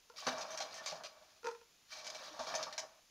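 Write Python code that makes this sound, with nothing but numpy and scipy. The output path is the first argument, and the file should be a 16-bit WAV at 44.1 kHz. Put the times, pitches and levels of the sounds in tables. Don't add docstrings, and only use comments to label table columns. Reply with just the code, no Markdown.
import sys
import numpy as np
from scipy import signal
from scipy.fft import rfft, irfft
from scipy.io import wavfile
from scipy.ndimage import uniform_filter1d

SR = 44100
rng = np.random.default_rng(int(sys.argv[2]) if len(sys.argv) > 2 else 0)


def field_ratio(decibels):
    return 10 ** (np.asarray(decibels, dtype=float) / 20)


def dump_mix(stems):
    frames = np.atleast_2d(stems).T
    limited = np.clip(frames, -1, 1)
    pcm = np.round(limited * 32767).astype(np.int16)
    wavfile.write(sys.argv[1], SR, pcm)


N = 136710
HZ = np.fft.rfftfreq(4096, 1 / SR)

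# t/s, RMS rustle level/dB, RMS drumming level/dB
STIRS = [
    [(.14, -89, -68), (.17, -51.5, -67.5), (.3, -53, -44.5), (.55, -56.5, -52), (.82, -56.5, -54.5),
     (.95, -54.5, -55.5), (1.02, -67, -58.5), (1.13, -72, -64.5), (1.4, -73, -79.5)],
    [(1.87, -76, -99), (1.93, -51, -64), (2.035, -59.5, -56), (2.2, -54.5, -56.5), (2.35, -57.5, -54.5),
     (2.55, -50, -46), (2.7, -59.5, -56), (2.86, -73, -59), (3.0, -83, -74)],
]
# f/Hz, density/dB
RUSTLE_SPECTRUM = [(710, -28.5), (1200, -4), (2380, -8.5), (2570, -6), (4670, 0.5), (6440, -5), (7900, -22),
                   (15500, -29)]
# f/Hz, density/dB
WALL_SPECTRUM = [(35, -73), (60, -28.5), (258, -15), (381, -19), (613, -3), (1640, -11), (2030, -22.5),
                 (3000, -25), (3900, -52), (6600, -120)]
# f/Hz, width/Hz, strength of the peak against the unlifted spectrum/dB
POT_MODES = [(148, 4.4, 9), (629.2, 46, 7.5), (1140, 30, 7), (2320.5, 33, 12.5), (3870, 9.7, 4),
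             (1798, 61, 4.5)]
# t/s, level/dB, centre f/Hz, length/s
SLIPS = [(0.1617, -49, 3600, 0.018), (0.2675, -26, 2460, 0.028), (0.3815, -38, 6350, 0.03),
         (0.4115, -33.5, 4940, 0.021), (0.505, -38, 6730, 0.048), (0.5745, -32, 6250, 0.017),
         (0.6035, -30.5, 5550, 0.028), (0.7417, -39.5, 6500, 0.053), (0.8603, -29, 5600, 0.03),
         (0.8976, -35, 4330, 0.028), (1.036, -37, 4000, 0.036), (1.921, -42, 5300, 0.1),
         (2.045, -39.5, 4800, 0.053), (2.067, -35, 4800, 0.014), (2.1005, -37, 4960, 0.0077),
         (2.147, -36, 3870, 0.025), (2.2346, -47, 4400, 0.035), (2.393, -38.5, 4760, 0.06),
         (2.4695, -36, 4480, 0.033), (2.541, -35.5, 3040, 0.009), (2.5501, -27.5, 6100, 0.017),
         (2.628, -30.5, 5560, 0.011), (2.7262, -38, 3700, 0.012), (2.779, -27.5, 5700, 0.024)]
# f/Hz, density/dB
SLIP_SPECTRUM = [(350, -39), (600, -1), (2040, -4.5), (2370, -4.5), (2680, -4.5), (6230, 1), (7740, -17),
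                 (15500, -31)]
# t/s, level/dB, centre f/Hz
KNOCKS = [(0.224, -41, 1130), (0.264, -26, 398), (0.268, -28.5, 1660), (0.286, -45, 980), (0.419, -43, 610),
          (0.604, -37.5, 650), (0.919, -34, 664), (1.038, -39.5, 690), (2.3896, -31, 530),
          (2.392, -33, 1170), (2.469, -33, 600), (2.538, -30.5, 1600), (2.591, -34, 990), (2.617, -38, 650),
          (2.666, -35, 1030), (2.776, -47, 655), (2.832, -43, 740)]
# t/s, gain on crack and ring (level/dB), hardness from 0 to 1
DROPS = [(0.0988, -50.5, 0.86), (1.431, -52, 0.97), (1.4436, -42, 0.8), (1.4478, -39, 0),
         (1.4563, -41.5, 1), (1.464, -40.5, 1), (1.4696, -33, 0.95), (1.4845, -44, 0.86),
         (1.4883, -40.5, 0.93), (1.512, -40.5, 0.45), (1.5489, -50, 1), (1.613, -56, 1)]
# f/Hz, level/dB, T60/s
BOWL_MODES = [(468, 0, .17), (510, -14, .03), (865, -7, .035), (925, -5, .04), (1025, -7, .035),
              (1370, -5, .035), (1800, -9, .01), (2500, -11, .012)]
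# t/s, level before the soft onset/dB, f/Hz
THUMPS = [(0.265, -37, 251.3), (0.266, -46, 398), (0.269, -47.5, 159), (0.92, -54, 160), (2.31, -54.5, 310),
          (2.391, -59, 69), (2.391, -48.5, 246)]
# t/s, length/s, f/Hz, peak level/dB
SQUEAK = (.78, .04, 1800, -50)
# f/Hz, density/dB
HUSH_SPECTRUM = [(12, -37), (20, -5), (157, -11), (1110, -11), (1960, -11.5), (2380, -8.5), (7000, -7.5),
                 (9100, -51), (15400, -120)]
# f/Hz, density/dB
PREAMP_SPECTRUM = [(3000, 0), (7500, -14.5), (8800, -3.5), (10300, -3), (15500, -6.5)]
# f/Hz, density/dB
SIDE_SPECTRUM = [(3600, -40), (4600, 9), (7200, 5), (9000, 2), (15700, 1)]


def evened(x):
    return x / np.sqrt(np.mean(x ** 2) + 1e-20)


def read(points, hz):
    f, value = np.transpose(points)
    return np.interp(np.log(hz + 1), np.log(f + 1), value)


def add(mix, s, sound):
    part = mix[round(s * SR):][:len(sound)]
    part += sound[:len(part)]


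def colour(x, db):
    log_gain = np.log(field_ratio(np.maximum(db, -100)))
    full = np.r_[log_gain, log_gain[-2:0:-1]]
    phase = -signal.hilbert(full).imag
    taps = np.fft.ifft(np.exp(full + 1j * phase)).real[:2048]
    return signal.oaconvolve(x, taps)[:len(x)]


def pot_db():
    lift = sum(field_ratio(db) ** 2 / (1 + (2 * (HZ - f) / width) ** 2) for f, width, db in POT_MODES)
    return 10 * np.log10(1 + lift)


def grains(per_s, spread_db):
    clump_s, clump_db = .025, 2.2
    clump = evened(uniform_filter1d(rng.standard_normal(N), int(clump_s * SR)))
    size_db = spread_db * np.minimum(rng.exponential(1, N), 4) + clump_db * clump
    size = field_ratio(size_db) * rng.choice([-1, 1], N)
    return size * (rng.random(N) < per_s / SR)


def kernels(contacts):
    count, top_hz, t60 = 60, 16000, .014
    t, which = np.arange(1500) / SR, rng.integers(0, count, N)
    pitches = (np.arange(count) + rng.random(count)) * top_hz / count
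    out = np.zeros(N)
    for k, hz in enumerate(pitches):
        ring = field_ratio(-60 * t / t60) * np.sin(2 * np.pi * hz * t)
        out += signal.oaconvolve(contacts * (which == k), ring)[:N]
    return out


def stirring():
    t, out = np.arange(N) / SR, np.zeros(N)
    rustle_contacts = grains(per_s=12000, spread_db=2.8)
    rustle = evened(colour(kernels(rustle_contacts), read(RUSTLE_SPECTRUM, HZ) + pot_db()))
    drum_contacts = grains(per_s=3000, spread_db=2.6)
    drum = evened(colour(drum_contacts, read(WALL_SPECTRUM, HZ) + pot_db()))
    for s, rustle_db, drum_db in map(np.transpose, STIRS):
        out += field_ratio(np.interp(t, s, rustle_db, -120, -120)) * rustle
        out += field_ratio(np.interp(t, s, drum_db, -120, -120)) * drum
    return out


def bursts(table, spectrum, t60, rise_s):
    sag_db, tick_db, tick_s = -3.5, 8.5, .0015
    focus_db, focus_octaves = 5.5, .52
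    own_db, own_bins = 3.2, 18
    out, t = np.zeros(N), np.arange(6000) / SR
    for s, db, hz, length in table:
        chatter = rng.laplace(size=len(t))
        sag = sag_db * np.minimum(t / length, 1)
        tail = -60 * np.maximum(t - length, 0) / t60
        tick = tick_db * np.exp(-t / tick_s)
        shape = field_ratio(sag + tail + tick) * np.minimum(t / rise_s, 1)
        focus = focus_db * np.exp(-.5 * (np.log2((HZ + 1) / hz) / focus_octaves) ** 2)
        own = own_db * evened(uniform_filter1d(chatter[:len(HZ)], own_bins))
        sound = colour(chatter * shape, read(spectrum, HZ) + pot_db() + focus + own)
        add(out, s, field_ratio(db - 12) * sound / np.sqrt(np.mean(sound[:900] ** 2)))
    return out


def slips():
    return bursts(SLIPS, SLIP_SPECTRUM, t60=.026, rise_s=.0005)


def knocks():
    length = .016
    return bursts([(*row, length) for row in KNOCKS], WALL_SPECTRUM, t60=.093, rise_s=.0024)


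def bowl():
    contact_s, tilt_db_per_octave = .00092, 11
    crack_db, crack_t60 = -8.5, .022
    settle_db, settle_s, rattles_per_s = -17, .03, 400
    out, t = np.zeros(N), np.arange(SR // 4) / SR
    hz, mode_db, t60 = np.transpose(BOWL_MODES)[:, :, None]
    sign = (-1.) ** np.arange(len(BOWL_MODES))[:, None]
    for s, db, hard in DROPS:
        tilt = tilt_db_per_octave * (hard - .5) * np.log2(hz / hz[0])
        strength = sign * (.46 + .48 * rng.random((len(BOWL_MODES), 1)))
        modes = strength * field_ratio(mode_db + tilt - 60 * t / t60) * np.sin(2 * np.pi * hz * t)
        ring = modes.sum(0) * (1 - np.exp(-t / contact_s))
        noise = evened(colour(rng.random(len(t)) - .5, read(SLIP_SPECTRUM, HZ)))
        landing = ring + field_ratio(crack_db - 60 * t / crack_t60) * noise
        rebounds = (4 * rng.random(len(t)) - 2) * (rng.random(len(t)) < rattles_per_s / SR)
        rattle = field_ratio(settle_db) * np.exp(-t / settle_s) * rebounds
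        add(out, s, field_ratio(db) * (landing + signal.fftconvolve(landing, rattle)[:len(t)]))
    return out


def thumps():
    t60, onset_s = .16, .0063
    out, t = np.zeros(N), np.arange(SR // 2) / SR
    for s, db, hz in THUMPS:
        swing = np.sin(2 * np.pi * hz * t) * (1 - np.exp(-t / onset_s))
        add(out, s, field_ratio(db - 60 * t / t60) * swing)
    return out


def squeak():
    out = np.zeros(N)
    s, length, hz, db = SQUEAK
    t = np.arange(0, length, 1 / SR)
    add(out, s, field_ratio(db) * np.sin(np.pi * t / length) * np.sin(2 * np.pi * hz * t))
    return out


def kitchen(x):
    t60, level_db, gap_s = .26, -10, .006
    t = np.arange(SR // 2) / SR
    tail = rng.standard_normal(len(t)) * field_ratio(-60 * t / t60) * (t > gap_s)
    return field_ratio(level_db) * signal.fftconvolve(x, tail / np.linalg.norm(tail))[:N]


def steady_noise(spectrum, db):
    gain = field_ratio(read(spectrum, np.fft.rfftfreq(N, 1 / SR)))
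    return field_ratio(db) * evened(irfft(rfft(rng.standard_normal(N)) * gain, N))


def scene():
    dry = stirring() + slips() + knocks() + bowl() + thumps() + squeak()
    mid = dry + kitchen(dry) + steady_noise(HUSH_SPECTRUM, -70) + steady_noise(PREAMP_SPECTRUM, -76)
    side = steady_noise(SIDE_SPECTRUM, -80.5)
    return np.array([mid + side, mid - side])


def band_limit(x):
    return signal.sosfilt(signal.butter(12, 15860, fs=SR, output="sos"), x)


def record(dry):
    edge_hz = 15750
    lowpass = signal.firwin(511, edge_hz, window=("kaiser", 9), fs=SR)
    mix = signal.oaconvolve(dry, lowpass[None], "same")
    return band_limit(mix)


dry = scene()
out = record(dry)
dump_mix(out)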